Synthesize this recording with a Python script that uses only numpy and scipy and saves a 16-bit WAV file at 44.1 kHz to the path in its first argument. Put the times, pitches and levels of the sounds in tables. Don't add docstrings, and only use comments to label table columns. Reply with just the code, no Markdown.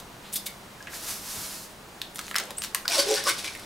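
import sys
import numpy as np
from scipy import signal
from scipy.fft import rfft, irfft
from scipy.io import wavfile
from scipy.ndimage import uniform_filter1d

SR = 44100
rng = np.random.default_rng(int(sys.argv[2]) if len(sys.argv) > 2 else 0)


def how_loud(loudness_db):
    steps = np.asarray(loudness_db, float) / 20
    return 10 ** steps


def store_wav(level_fs):
    pcm = np.round(np.clip(np.atleast_2d(level_fs), -1, 1) * 32767)
    wavfile.write(sys.argv[1], SR, pcm.T.astype(np.int16))


N = 160965
TIME_S = np.arange(N) / SR
OPPOSITE = np.array([[1], [-1]])


def unit(x):
    return x / np.sqrt(np.mean(x ** 2))


def colour(x, table):
    hz, db = np.array(table, float).T
    f = np.fft.rfftfreq(len(x), 1 / SR) + 1
    gain_db = np.interp(np.log(f), np.log(hz), db, left=db[0] - 16.0, right=-90)
    return irfft(rfft(x) * how_loud(gain_db), len(x))


def band(x, hz, q):
    return signal.lfilter(*signal.iirpeak(hz, max(q, hz / 14000), SR), x)


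def crackle(rate_hz, scatter_db):
    chance, sign, size = rng.random((3, N))
    size_db = np.minimum(-scatter_db * np.log(size + 1e-9), 12)
    clicks = (chance < rate_hz / SR) * np.sign(sign - 0.5) * how_loud(size_db)
    smear = rng.standard_normal(64) * np.exp(-np.arange(64) / 14)
    smear = smear / np.sqrt(np.sum(smear ** 2))
    return unit(clicks + 0.62 * np.convolve(clicks, smear)[:N])


def walk(rate_hz):
    k = int(SR / rate_hz)
    steps = np.repeat(rng.standard_normal(N // k + 1), k)
    return unit(uniform_filter1d(steps, k)[:N])


def curve(table, col):
    a = np.array(table, float)
    return np.interp(TIME_S, a[:, 0], a[:, col], left=-120, right=a[-1, col])


def bursts(table, grit, q, fall):
    loose_hz = 1420
    out = np.zeros(N)
    for s, rise_s, db, hz in table:
        a = slice(max(int((s - 0.1) * SR), 0), int((s + 0.18) * SR))
        u = (TIME_S[a] - s) / rise_s
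        sharp = band(grit[a], hz, q * min(1, loose_hz / hz) ** 0.5)
        ring = unit(band(sharp, hz, q / 3))
        power = uniform_filter1d(ring ** 2, size=int(rise_s * SR))
        ring = ring / np.sqrt(power + 0.089)
        swell = np.where(u < 0, np.exp(-u ** 2 / 2), np.exp(-np.abs(u) / fall))
        out[a] += how_loud(db) * ring * swell
    return out


# f/Hz, level/dB
FLOOR_COLOUR = [(20, 2), (70, -3), (160, 0.1), (400, -2.5), (1000, -4), (2500, -12.5), (7000, -17),
                (15800, -23.3)]
# f/Hz, level/dB
FLOOR_SIDE = [(30, -28), (70, -18.5), (250, -11.5), (4000, -2), (6000, -14), (16000, -15)]


def floor():
    hum_hz, hum_db, floor_db = 198.6, -58.5, -46.5
    mid = colour(rng.standard_normal(N), FLOOR_COLOUR)
    side = colour(colour(rng.standard_normal(N), FLOOR_COLOUR), FLOOR_SIDE)
    hum = how_loud(hum_db + 2.3 * walk(6)) * np.sin(2 * np.pi * hum_hz * TIME_S)
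    gain = how_loud(floor_db + 0.5 * walk(3.2)) / np.sqrt(np.mean(mid ** 2))
    return gain * (mid + side * OPPOSITE) + hum


# peak t/s, rise/s, level/dB, centre f/Hz
RUSTLES = [(0.339, 0.0077, -32.5, 8900), (2.9, 0.0019, -31, 9400), (2.162, 0.0069, -42, 8000),
           (2.25, 0.018, -46, 5000), (2.3, .015, -47, 6900), (.360, 0.0029, -28, 9800),
           (.367, 0.0044, -31.5, 8100), (.467, 0.0039, -29.5, 8100), (.47, 0.0054, -37.5, 4900),
           (0.00088, 0.0039, -40.5, 5600), (2.365, 0.0092, -30, 1700), (2.40, 0.012, -38.5, 2600),
           (2.64, .012, -36, 5500), (2.42, 0.021, -41.5, 530), (2.5, 0.012, -45, 560),
           (.876, .004, -38, 1630), (.937, .006, -43, 1300), (0.268, 0.024, -48.5, 3300),
           (2.756, .006, -39, 8000), (2.5, .02, -49.5, 2800), (1.38, 0.0206, -45.5, 133)]


def rustles():
    grit = crackle(8000, 2.5) + 0.5 * rng.standard_normal(N)
    grit = colour(grit, [(60, 0), (15800, 0)])
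    return bursts(RUSTLES, grit, q=1.64, fall=2.05)


# t/s, peak level/dB, centre f/Hz
TICKS = [(.359, -20, 9000), (.366, -20, 9500), (.3705, -24, 6000), (.328, -27, 7000), (.334, -25, 6500),
         (.4585, -28, 7000), (.8835, -34, 2020), (.935, -32, 1700), (2.147, -31, 11000),
         (2.169, -27, 11500), (2.174, -28, 6500), (2.198, -30, 7500), (2.243, -34, 4500),
         (2.261, -36, 9000), (2.287, -34, 6000), (2.3, -34, 7000), (2.306, -34, 6000), (2.455, -34, 11000),
         (2.468, -38, 10500), (3.464, -26, 4000), (3.478, -25, 2600), (3.062, -28, 9000),
         (3.078, -26, 8000), (3.083, -23, 8000), (3.088, -23, 10000), (3.092, -25, 8000),
         (3.101, -22, 7000), (3.121, -20, 6000), (3.129, -19, 5500), (3.147, -20, 7500), (3.153, -20, 8500),
         (3.158, -15, 5000), (3.165, -22, 9000), (3.392, -25, 3300), (3.536, -30, 8000), (3.575, -36, 9000)]


def ticks():
    decay_s, q = 0.00077, 1.6
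    out, t = np.zeros(N + 512), np.arange(512) / SR
    for s, db, hz in TICKS:
        click = rng.standard_normal(512) * np.exp(-t / decay_s)
        click = band(band(click, hz, q), hz, q)
        i = int(s * SR)
        out[i:i + 512] += how_loud(db) * click / np.abs(click).max()
    return out[:N]


# peak t/s, rise/s, level/dB, f/Hz
DRUMS = [(2.905, .008, -33.5, 694), (2.95, 0.014, -34.5, 897), (2.975, 0.0087, -31.5, 630),
         (2.993, .008, -23, 556), (3.04, .015, -42.5, 410), (3.095, .022, -27, 414),
         (3.121, .011, -23, 425), (3.13, 0.019, -27.5, 555), (3.272, 0.0076, -30.5, 550),
         (3.278, 0.0094, -24, 1160), (3.29, 0.014, -28, 1500), (3.0, 0.011, -24.5, 4700),
         (2.95, 0.014, -29, 5640), (2.925, 0.011, -31.5, 2410), (3.19, 0.02, -35, 1760),
         (3.175, .012, -35, 4760), (3.45, 0.0067, -36, 2270), (.364, .009, -37.5, 3550),
         (0.37, 0.015, -39.5, 4950), (0.486, .015, -46, 2200), (2.754, .005, -32, 1100),
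         (3.56, .012, -43, 2100), (3.262, 0.0073, -32, 5100), (0.34, .005, -29.5, 9400),
         (.344, .004, -29, 11500), (2.857, .003, -28.5, 1410), (2.857, .002, -37, 5100),
         (2.316, 0.0028, -36, 1300), (2.205, 0.0085, -43, 1304), (3.305, .012, -30.5, 2250),
         (3.305, 0.007, -40, 339), (3.03, .008, -36.5, 560), (3.482, 0.0086, -36, 2330),
         (3.18, .01, -34, 1500), (3.12, 0.032, -36.5, 780), (3.0, .01, -30, 5750), (2.95, .008, -34, 3900),
         (0.81, 0.0035, -41, 1650)]


def drums():
    return bursts(DRUMS, crackle(3000, 2.2), q=21.7, fall=1.22)


# t/s, peak
# level/dB, ring f/Hz, ring share/dB
FILM_SNAPS = [(0.8257, -37.5, 5500, 7.5), (0.871, -42.5, 1600, 16.5), (2.0162, -19, 3190, 0),
              (2.158, -21, 9000, -3.5), (2.184, -27, 1350, -6), (2.191, -19, 1350, -4.5),
              (2.2124, -25.5, 1490, -10), (2.2664, -34, 6370, 6), (2.2805, -27.5, 1690, 1),
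              (2.312, -25.5, 1490, 5.5), (2.3436, -25, 1500, 4.5), (2.3555, -17, 1490, 3),
              (2.3612, -12, 6100, 0), (2.3836, -12.5, 5900, 2), (2.3992, -19, 1380, 0.5),
              (2.4376, -29.5, 9000, 0),
              (2.5063, -20, 1120, -7.5), (2.584, -24, 8600, 2), (2.6195, -15, 4910, -4),
         (2.6374, -16.5, 5610, -16), (2.6465, -19, 4040, -10), (2.7471, -9, 11000, -2),
         (2.7567, -24, 1080, 0), (2.8545, -31, 1480, 6), (2.8791, -9.5, 4530, 2), (3.1067, -25, 6000, 7),
         (3.112, -21.5, 6750, 7), (3.1406, -23, 4900, 11), (3.239, -31, 10000, 9),
         (3.2906, -11, 1480, -8.5), (3.4436, -23.5, 2280, -1), (3.5503, -28, 2120, 1),
         (3.596, -38.5, 10000, 7)]
# f/Hz, level/dB
CRACK_COLOUR = [(700, -10), (1500, -2.5), (4000, -1), (9000, -5.5), (16800, -11)]


def snaps():
    attack_s, crack_s, rattle_s = 0.00073, 0.0012, 0.007
    rattle_db, snap_db, ring_q = -12.5, -2, 3.8
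    lead = 64
    out, t = np.zeros(N + 2048), np.arange(2048) / SR
    for s, db, hz, ring_db in FILM_SNAPS:
        noise = rng.standard_normal((2, 2048))
        crack = noise[0] * np.exp(-t / crack_s) * np.minimum(t / attack_s, 1)
        ring = np.roll(band(crack, hz, ring_q), lead)
        rattle = how_loud(rattle_db) * noise[1] * np.exp(-t / rattle_s)
        crack = colour(np.roll(crack + rattle, lead), CRACK_COLOUR)
        snap = crack / np.abs(crack).max() + how_loud(ring_db) * ring / np.abs(ring).max()
        i = int(s * SR) - lead
        out[i:i + 2048] += how_loud(db + snap_db) * snap
    return out[:N]


# t/s, level/dB
SLIDE = [
    (.895, -54.5),
    (.946, -38),
    (1.016, -42.5),
    (1.108, -33.5),
    (1.222, -44),
    (1.312, -35.5),
    (1.544, -39),
    (1.65, -44.5),
    (1.78, -68),
]
# f/Hz, level/dB
SLIDE_COLOUR = [(600, -10.5), (1200, -5.5), (2200, -7), (4400, -0.5), (9000, -1.5), (13000, -2),
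                (15800, -9.5)]


def tray():
    hiss = unit(colour(crackle(14000, 1.6) + rng.standard_normal(N), SLIDE_COLOUR))
    stop_db = 400 * np.maximum(TIME_S - SLIDE[-1][0], 0)
    return hiss * how_loud(curve(SLIDE, 1) + 0.99 * walk(40.0) - 0.5 - stop_db)


# t/s, f/Hz, level/dB
SQUEAK = [
    (2.566, 7530, -53),
    (2.573, 7700, -35),
    (2.579, 8010, -35),
    (2.582, 8780, -27),
    (2.592, 8600, -35.5),
    (2.612, 8530, -38.5),
    (2.64, 8550, -59),
    (2.66, 8600, -66),
]


def squeak():
    hz = curve(SQUEAK, 1) * (1 + 0.038 * walk(2000))
    phase = 2 * np.pi * np.cumsum(hz) / SR
    whistle = np.sin(phase) + how_loud(-19) * np.sin(2 * phase)
    return how_loud(curve(SQUEAK, 2) + 3 * walk(400)) * whistle


# t/s, level/dB, treble share/dB
PEEL = [
    [(2.885, -25.5, -8), (2.893, -30.5, -5), (2.92, -28, -4), (2.937, -27.5, 4), (2.953, -25, -2),
     (2.975, -28.5, 0), (3.001, -21.5, 1.5), (3.025, -29, -1), (3.05, -33, -6)],
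    [(3.1, -29.5, -7), (3.135, -28, -6), (3.165, -25.5, -4.5), (3.2, -31, -8), (3.232, -39, -9)],
    [(3.245, -35, 2), (3.27, -27.5, -1), (3.293, -23.5, 1.5), (3.325, -35, -3), (3.37, -41.5, -3)],
    [(3.393, -32.5, 1), (3.404, -39.5, 0), (3.438, -40, 0), (3.447, -33, -6), (3.465, -35.5, 1),
     (3.484, -37, -5), (3.504, -42.5, -4), (3.65, -49, -4)],
]
# f/Hz, level/dB
PEEL_COLOUR = [(250, -9), (450, -3), (1200, -1.5), (2500, -1), (4800, -0.5), (8000, -4.5), (12000, -7.5),
               (15800, -15)]
# f/Hz, sharpness Q, level/dB
TUBE = [(556, 25, -5), (1083, 27, -6), (1492, 48, -2.5), (330, 5.6, -6)]


def peel():
    treble_hz = 6500
    grit = unit(colour(crackle(5000, 2.0) + 0.5 * rng.standard_normal(N), PEEL_COLOUR))
    top = signal.sosfilt(signal.butter(2, treble_hz, "high", fs=SR, output="sos"), grit)
    low = signal.sosfilt(signal.butter(2, treble_hz, "low", fs=SR, output="sos"), grit)
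    rows = sum(PEEL, [])
    body = low.copy()
    for hz, q, db in TUBE:
        body += how_loud(db + 8 + 3.5 * walk(25)) * band(low, hz, q)
    level_db = curve(rows, 1) + 1.65 * walk(150) - 2.5
    return (body - top * how_loud(curve(rows, 2))) * how_loud(level_db)


def room(near):
    t60_s, onset_s, room_db, side_gain = 0.3, 0.0031, -7, 0.41
    mid_colour = [(300, -2.0), (3000, 1.5), (15800, -4)]
    side_colour = [(300, 2.1), (1500, 3), (4000, 2.8), (8000, 1.3), (15800, 2.5)]
    t = np.arange(SR // 2) / SR
    tail = rng.standard_normal((2, SR // 2)) * how_loud(-60 * t / t60_s) * np.minimum(t / onset_s, 1)
    tail = tail / np.sqrt(np.sum(tail[0] ** 2))
    mid, side = (signal.fftconvolve(near, h)[:N] for h in tail)
    wet = colour(mid, mid_colour) + side_gain * colour(side, side_colour) * OPPOSITE
    return how_loud(room_db) * wet


def scene():
    slide = tray()
    near = rustles() + ticks() + drums() + snaps() + slide + squeak() + peel()
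    pan_db = np.interp(TIME_S, [0.6, 1.2, 2.2, 2.9, 3.4], [0.1, -0.6, -0.1, 0.4, 0.9])
    direct = near * how_loud(np.array([pan_db, -pan_db]) / 2)
    slide_width = 0.19 * np.roll(slide, 90) * OPPOSITE
    return direct + room(near) + floor() + slide_width


def top_cut(x):
    return signal.sosfilt(signal.butter(12, 16980, fs=SR, output="sos"), x)


def record(dry):
    top = [(10, 0), (15900, 0), (16000, -24), (16900, -30)]
    mix = np.array([colour(c, top) for c in dry])
    return top_cut(mix)


dry = scene()
out = record(dry)
store_wav(out)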